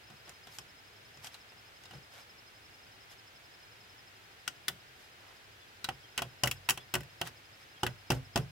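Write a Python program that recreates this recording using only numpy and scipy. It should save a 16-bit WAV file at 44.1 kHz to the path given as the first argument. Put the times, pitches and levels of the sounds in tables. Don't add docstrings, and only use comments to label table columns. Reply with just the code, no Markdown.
import sys
import numpy as np
from scipy import signal
from scipy.fft import rfft, irfft, next_fast_len
from scipy.io import wavfile
from scipy.ndimage import map_coordinates

SR = 44100
rng = np.random.default_rng(int(sys.argv[2]) if len(sys.argv) > 2 else 0)


def dump_mix(stems):
    frames = np.atleast_2d(stems).T
    limited = np.clip(frames, -1, 1)
    pcm = np.round(limited * 32767).astype(np.int16)
    wavfile.write(sys.argv[1], SR, pcm)


N = 375273
AGE = np.arange(SR * 45 // 100) / SR

# (frequency [Hz], level [dB per Hz, relative])
AIR_COLOUR = [(25, -22), (50, -8.5), (102, -1.5), (145, -10), (250, -11.5), (400, -7), (560, -9.5),
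              (780, -6), (1080, -9.5), (1550, -5.5), (2900, -8.5), (4400, -13), (9000, -24.5),
              (15500, -25.5)]
# (frequency [Hz], likeness [-1 to 1])
AIR_ALIKE = [(60, 0.62), (130, 0.87), (290, 0.65), (640, 0.27), (1400, 0.02), (15000, 0.01)]
# (frequency [Hz], share of energy [0-1])
FROM_RIGHT = [(100, 0.086), (400, 0.66), (900, 0.64), (1300, 0.24), (2400, 0.12), (3500, 0.074),
              (9000, 0.034)]
AIR_DB, AIR_DRIFT_DB = -56.5, -0.14
LEFT_LAG_S = 0.00038

# (start [s], end [s], chirp rate [per s], pitch [Hz], relative level [dB])
CRICKETS = [(.082, 4.12, 11.255, 5160, 0), (.043, 4.05, 12.36, 5050, -4), (4.165, 8.5, 12.46, 5050, -4),
            (5.95, 8.5, 11.27, 5160, -2)]
# (middle time [s], pitch [Hz], level before fading in and out [dB])
BIRD_PEEPS = [(5.628, 3450, -61), (6.05, 3220, -59.5), (6.81, 3400, -57.5), (7.78, 3250, -59)]

# (middle time [s], half length [s], level before fading in and out [dB])
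BUMPS = [(.135, 0.05, -57), (1.965, 0.066, -52), (4.73, .07, -57)]

# (time [s], strength [dB], give [dB], bite [dB], note of the jaws [Hz])
GRIPS = [(.101, -63, 4, -3.5, 2780), (.277, -62, -1, -17, 3490), (.293, -65, 1, 10, 3500),
         (.47, -57.5, -5, -10, 3270), (.585, -53, -7.5, 5.5, 3230), (1.172, -70.5, 11, 5, 3130),
         (1.244, -57.5, -14, 4, 2840), (1.269, -56, -28, 2.5, 3230), (1.342, -56, -30, -17, 3960),
         (1.519, -65, 0, -12, 2810), (1.836, -64, -19, 0, 3100), (1.854, -59.5, -12, -9, 3740),
         (1.909, -57.5, -5, -14, 2880), (1.934, -64, 11, -16, 3050)]
# (time [s], strength [dB], give [dB], bite [dB], note of the slat [Hz], its share of the clack [0-1],
#  note of the jaws [Hz], note of the wire [Hz], left over right level of the steel [dB])
STRIKES = [(4.477, -40, -20, -0.5, 1433, 0.59, 2800, 5400, 5),
           (4.6815, -35.5, -20, 0, 1796, 0.52, 3370, 11800, 3.5),
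           (5.843, -40.5, -19, -6, 1850, 0.02, 3900, 5400, -0.5),
           (6.177, -37.5, -19, -4, 1850, 0.23, 2830, 7100, -1),
           (6.435, -33, -1.5, 1, 1040, 0.13, 2970, 5580, 3.5),
           (6.688, -31, -22, -8, 930, 0.37, 2620, 12000, -1.5),
           (6.939, -36, -6.5, 0, 960, 0.08, 2740, 11100, 1),
           (7.2132, -37, -8, -10, 697, 0.33, 2880, 8950, 2),
           (7.832, -35, -0.5, -8.5, 836, 0.56, 3080, 6950, 4),
           (8.1029, -34, 5, -3.5, 690, 0.12, 2760, 5700, 4),
           (8.358, -35.5, 5.5, -2.5, 694, 0.3, 3330, 6400, 7)]
# (time [s], strength [dB], give [dB], bite [dB], note of the slat [Hz], its share of the clack [0-1])
REBOUNDS = [(5.8879, -38, -9.5, -25, 763, 0.65), (6.19, -41.5, -6.5, -23, 1910, 0.3),
            (6.2193, -38.5, -7.5, -8, 694, 0.43), (6.457, -46, -0.5, 2, 720, 0.46),
            (6.473, -38.5, -13, 0, 1800, 0.74), (6.512, -42, -37, 3, 1630, 0.13),
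            (6.696, -38.5, -26, 8.5, 1680, 0.75), (6.705, -38.5, -11.5, 7.5, 1150, 0.14),
            (6.7745, -47, -12.5, -5, 743, .34), (6.952, -38, 0.5, 0, 1907, .3),
            (7.006, -56.5, 0, 0.5, 1920, 0.55), (7.032, -62.5, -5, -1, 1840, 0.5),
            (7.272, -51.5, -5, 2, 1800, 0.3), (7.865, -38, -6, -7, 1710, .55),
            (8.118, -42.5, 5.5, -0.5, 1400, 0.53), (8.374, -42, -12, -1.5, 700, 0.3)]
GRIP_SLAT_HZ, GRIP_NOTE_SHARE, GRIP_WIRE_HZ, GRIP_PAN_DB = 770, 0.24, 6670, 2.5
REBOUND_JAW_HZ, REBOUND_WIRE_HZ, REBOUND_PAN_DB = 2704, 10150, 1.7

# (level over the strength [dB], change for each dB of give [dB])
KNOCK, CLACK, RING = (-0.59, 0.77), (2.3, 0.18), (-1.65, -.15)
SQUARE_DB = 5.5

# (frequency [Hz], relative level [dB], time to fade by 60 dB [s])
PANEL_SWAY = [(47, -24, 0.83), (67.3, -7.5, 0.25), (97.4, -19.5, 1), (124, 0, 0.23), (139.5, -2.5, 0.27),
              (165.6, -8, 0.27), (190, -7, 0.1)]
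# (frequency [Hz], relative level [dB], time to fade by 60 dB [s])
SLAT_BENDING = [(201, -9, 0.11), (235, -2.5, 0.093), (263, -11.5, 0.32), (325, 4, 0.032),
                (362.3, 5.5, 0.13), (438, -13.5, 0.26), (490, -4.5, 0.23), (547, -10, 0.11),
                (586, -3.5, 0.14)]
# (frequency [Hz], width [Hz], relative level [dB])
BAMBOO = [(723, 88, -1), (976, 305, 2), (1066, 318, 2), (1506, 135, -1), (1935, 88, -4.5)]
# (frequency [Hz], width [Hz], relative level [dB])
PLIERS = [(2457, 88, -4), (2756, 125, 3.5), (2880, 260, 6), (3334, 45, 6.5), (3470, 2400, -7)]
# (frequency [Hz], width [Hz], relative level [dB])
WIRE = [(4960, 420, -2), (5474, 100, 7), (5800, 1450, -1), (7320, 120, -1.5), (7600, 600, 0.5),
        (11700, 7800, -3), (12100, 570, -5.5), (14100, 570, -49)]
# (frequency [Hz], relative level [dB], time to fade by 60 dB [s])
STEEL_PING = [(2625, 2.5, 0.056), (2960, 5, 0.04), (5590, -0.5, 0.05), (6961, -3, 0.062),
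              (10920, -7, 0.035), (11740, -8, 0.07), (11800, -9, 0.028), (12500, -3, 0.036)]

# (middle time [s], half length [s], level before fading in and out [dB],
#  tilt of the colour [dB per octave])
RUBS = [(0.294, 0.1, -58.5, -1), (0.495, 0.072, -60, -1), (0.552, 0.084, -56.5, 3.5),
        (1.258, 0.063, -49, 1.5), (1.344, 0.05, -56, 0), (1.944, 0.088, -59.5, -1),
        (2.177, .13, -54.5, -0.5), (3.122, 0.053, -55.5, 1), (5.02, .12, -63, 1),
        (5.278, 0.24, -60.5, -2.5), (7.27, 0.054, -47, 0), (7.613, 0.084, -63, 1), (8.153, 0.062, -56.5, 3)]
# (frequency [Hz], level [dB per Hz, relative])
RUB_COLOUR = [(200, -17), (750, 0.5), (2800, -2.5), (6000, -7.5), (9000, -14), (13000, -13), (16000, -35)]
RUB_CRACKLE_DB = 2.5

# (frequency [Hz], time to fade by 60 dB [s])
YARD = [(100, 0.29), (500, 0.13), (3000, 0.18), (12000, 0.17)]
TOP_HZ = 15900


def amp(db):
    return 10 ** (np.asarray(db) / 20)


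def unit(x):
    return x / np.sqrt(np.mean(x ** 2) + 1e-20)


def burst(x, db):
    return amp(db) * unit(x) * np.sqrt(SR / 50 / x.shape[-1])


def along(points, hz):
    f, value = np.transpose(points)
    return np.interp(np.log(hz + 1), np.log(f + 1), value)


def wobble(rate):
    points = rng.standard_normal(int(N * rate / SR) + 4)
    return map_coordinates(points, [np.arange(N) * rate / SR])


def filtered(x, response):
    n = x.shape[-1]
    padded = next_fast_len(n + SR // 20, real=True)
    spectrum = rfft(x, padded) * response(np.fft.rfftfreq(padded, 1 / SR))
    return irfft(spectrum, padded)[..., :n]


def highpass(x, low_hz):
    return signal.sosfilt(signal.butter(2, low_hz, "high", fs=SR, output="sos"), x)


def resonate(x, modes, low_hz):
    def body(f):
        total = 0
        for k, (centre, width, db) in enumerate(modes):
            peak = 1j * f * width / (centre * centre - f * f + 1j * f * width)
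            total = total + (-1) ** k * amp(db) * peak
        return total
    return highpass(filtered(x, body), low_hz)


def add(track, s, x):
    i = max(round(s * SR), 0)
    track[:, i:i + x.shape[-1]] += x[..., :max(N - i, 0)]


def pair(n, alike):
    turn = np.arccos(np.clip(alike, -1, 1)) / 2
    mid, side = rng.standard_normal((2, n)) * [[np.cos(turn)], [np.sin(turn)]]
    return np.array([mid + side, mid - side])


def air():
    def spread(hz):
        turn = np.arccos(np.clip(along(AIR_ALIKE, hz), -1, 1)) / 2
        share = np.clip(along(FROM_RIGHT, hz), 0, 1)
        around, direct = np.sqrt(1 - share), np.sqrt(share)
        late = np.exp(-2j * np.pi * hz * LEFT_LAG_S)
        paths = np.array([around * np.cos(turn), around * np.sin(turn), direct * late, direct])
        return amp(along(AIR_COLOUR, hz)) * paths
    a, b, far = rng.standard_normal((3, N))
    mid, side, left, right = filtered(np.array([a, b, far, far]), spread)
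    hiss = unit(np.array([mid + side + left, mid - side + right]))
    hiss = hiss * amp(AIR_DB + AIR_DRIFT_DB * wobble(5.3))
    rumble = unit(resonate(pair(N, alike=0.63), [(105.5, 19, 0)], low_hz=61.6))
    rumble = rumble * amp(-72 + 0.5 * wobble(3.12))
    return hiss + rumble


def chirp(hz, length, rasp):
    t = np.arange(int(length * SR)) / SR
    sagging_hz = hz * (1 + .05 * (.5 - t / length))
    phase = 2 * np.pi * np.cumsum(sagging_hz) / SR
    scatter = signal.resample(rng.standard_normal((2, 9)), len(t), axis=1)
    tone = np.sin(phase + rasp * scatter + rng.uniform(-0.28, 1, (2, 1)))
    return unit(tone) * np.hanning(len(t))


def wildlife(cricket_db=-61):
    out = np.zeros((2, N))
    stroke, peep = .038, .06
    for start, end, rate, hz, db in CRICKETS:
        for s in np.arange(start, end, 1 / rate):
            level = amp(cricket_db + db + rng.normal(0, 1))
            add(out, s - stroke / 2, level * chirp(hz, stroke, rasp=0.67))
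    for s, hz, db in BIRD_PEEPS:
        add(out, s - peep / 2, amp(db) * chirp(hz, peep, rasp=1.2))
    return out


def bumps():
    out = np.zeros((2, N))
    for s, half, db in BUMPS:
        n = int(2 * half * SR)
        stir = resonate(pair(n, alike=.95), [(129, 41, 3.5), (217, 50, -9.5)], low_hz=110)
        add(out, s - half, amp(db) * unit(stir) * np.hanning(n))
    return out


def chatter(bite, rattle_db, rattle_t60, tail_db, tail_t60, alike):
    knots = AGE[::40]
    jolts = np.interp(AGE, knots, rng.standard_normal(len(knots)))
    hit = (AGE / bite * np.exp(1 - AGE / bite)) ** 2
    fading = amp(rattle_db - 60 * AGE / rattle_t60) + amp(tail_db - 60 * AGE / tail_t60)
    rattle = fading * (1 - np.exp(-AGE / bite))
    return (hit * pair(len(AGE), alike) + rattle * pair(len(AGE), alike / 2)) * amp(2 * jolts)


def swing(modes, attack, scatter_db):
    hz, db, t60 = np.transpose(modes)[:, :, None]
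    size, detune = rng.standard_normal((2, len(modes), 1))
    fade = amp(db + scatter_db * size - 60 * AGE / t60)
    waves = fade * np.sin(2 * np.pi * hz * (1 + 0.021 * detune) * AGE)
    return waves.sum(0) * (1 - np.exp(-AGE / attack))


def shove(rise):
    u = AGE / rise
    return u * (2 - u) * np.exp(-u)


def wood(thud_db, knock_db, clack_db, slat_hz, note_share):
    sway = burst(swing(PANEL_SWAY, attack=0.012, scatter_db=3.5), thud_db - .5)
    jostle = chatter(bite=0.0072, rattle_db=-13, rattle_t60=0.22, tail_db=-8.0, tail_t60=0.22, alike=1.0)
    thud = sway + burst(resonate(jostle, [(145, 63, 0)], low_hz=80.5), thud_db - 4.0)

    bend = burst(swing(SLAT_BENDING, attack=0.0012, scatter_db=7.5), knock_db - 4.5)
    push = burst(shove(rise=0.00092), knock_db - 5.0)
    loose = chatter(bite=0.0042, rattle_db=0.5, rattle_t60=0.15, tail_db=-5.5, tail_t60=0.23, alike=0.98)
    knock = burst(resonate(loose, [(353, 170, 1), (595, 530, 0.9)], low_hz=223), knock_db - 4.5)

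    tilt = 6 * np.log2(slat_hz / 1150)
    slats = [(hz, width, db + tilt * np.log2(hz / 1150)) for hz, width, db in BAMBOO]
    force = chatter(bite=0.0015, rattle_db=-14.5, rattle_t60=0.083, tail_db=-8, tail_t60=0.08, alike=0.74)
    share = np.clip(note_share, 0, 1)
    clack = np.sqrt(1 - share) * burst(resonate(force, slats, low_hz=675), clack_db)
    note_modes = [(slat_hz, 0, 44 / slat_hz), (slat_hz * 1.094, -6, 32 / slat_hz)]
    note = burst(swing(note_modes, attack=0.00021, scatter_db=3), clack_db - .5)

    low_sounds = (thud + bend + push + knock) * amp([[-.6], [.6]])
    return low_sounds + clack + np.sqrt(share) * note


def steel(ring_db, snap_db, jaw_hz, wire_hz):
    jaws = chatter(bite=0.0013, rattle_db=-11.5, rattle_t60=0.043, tail_db=4, tail_t60=0.041, alike=0.67)
    ring = burst(resonate(jaws, PLIERS, low_hz=1850), ring_db - 5.0)
    ring = ring + burst(resonate(jaws, [(jaw_hz, 180, 0)], low_hz=1800), ring_db - 3.0)

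    tilt = -6.5 + 21 * np.log2(wire_hz / 8000)
    wire = [(hz, width, db + tilt * np.log2(hz / 6500)) for hz, width, db in WIRE]
    tip = chatter(bite=0.0013, rattle_db=-7.0, rattle_t60=0.046, tail_db=-31, tail_t60=0.12, alike=0.14)
    snap = burst(resonate(tip, wire, low_hz=3800), snap_db - 0.5)
    snap = snap + burst(resonate(tip, [(wire_hz, wire_hz / 24, 0)], low_hz=3800), snap_db - 8.5)

    ping = np.array([swing(STEEL_PING, attack=.0003, scatter_db=3) for ear in "LR"])
    return ring + snap + burst(ping, snap_db - 5.5)


def contact(strength_db, give_db, bite_db, slat_hz, note_share, jaw_hz, wire_hz, pan_db):
    knock_db, clack_db, ring_db = (strength_db + db + slope * give_db for db, slope in (KNOCK, CLACK, RING))
    square_db = SQUARE_DB * (note_share - .5)
    metal = steel(ring_db - square_db, strength_db + bite_db, jaw_hz, wire_hz)
    bamboo = wood(strength_db + give_db, knock_db, clack_db + square_db, slat_hz, note_share)
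    return metal * amp([[pan_db / 2], [-pan_db / 2]]) + bamboo


def blows():
    out = np.zeros((2, N))
    for s, *touch, jaw_hz in GRIPS:
        add(out, s, contact(*touch, GRIP_SLAT_HZ, GRIP_NOTE_SHARE, jaw_hz, GRIP_WIRE_HZ, GRIP_PAN_DB))
    for s, *touch in STRIKES:
        add(out, s, contact(*touch))
    for s, *touch in REBOUNDS:
        add(out, s, contact(*touch, REBOUND_JAW_HZ, REBOUND_WIRE_HZ, REBOUND_PAN_DB))
    return highpass(out, 50)


def rubs():
    out = np.zeros((2, N))
    for s, half, db, tilt in RUBS:
        n = int(2 * half * SR)
        sizes = np.repeat(rng.standard_normal(n), 40)[:n]
        slips = pair(n, alike=0.35) * amp(RUB_CRACKLE_DB * sizes)

        def colour(hz):
            octaves = np.log2(np.maximum(hz, RUB_COLOUR[0][0]))
            return amp(along(RUB_COLOUR, hz) + tilt * octaves)
        add(out, s - half, amp(db) * unit(filtered(slips, colour)) * np.hanning(n) ** 2)
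    return out


def yard(x):
    hz, t, z = signal.stft(rng.standard_normal((2, SR // 2)), SR, nperseg=256)
    fade = amp(-60 * t / along(YARD, hz)[:, None])
    tail = signal.istft(z * fade, SR, nperseg=256)[1]
    return signal.fftconvolve(x, tail / np.linalg.norm(tail[0]), axes=1)[:, :N]


def scene():
    work = blows() + rubs() + bumps()
    return work + amp(-16.5) * yard(work) + wildlife() + air()


def record(dry):
    return filtered(dry, lambda hz: 1 / np.sqrt(1 + (hz / TOP_HZ) ** 200))


dry = scene()
out = record(dry)
dump_mix(out)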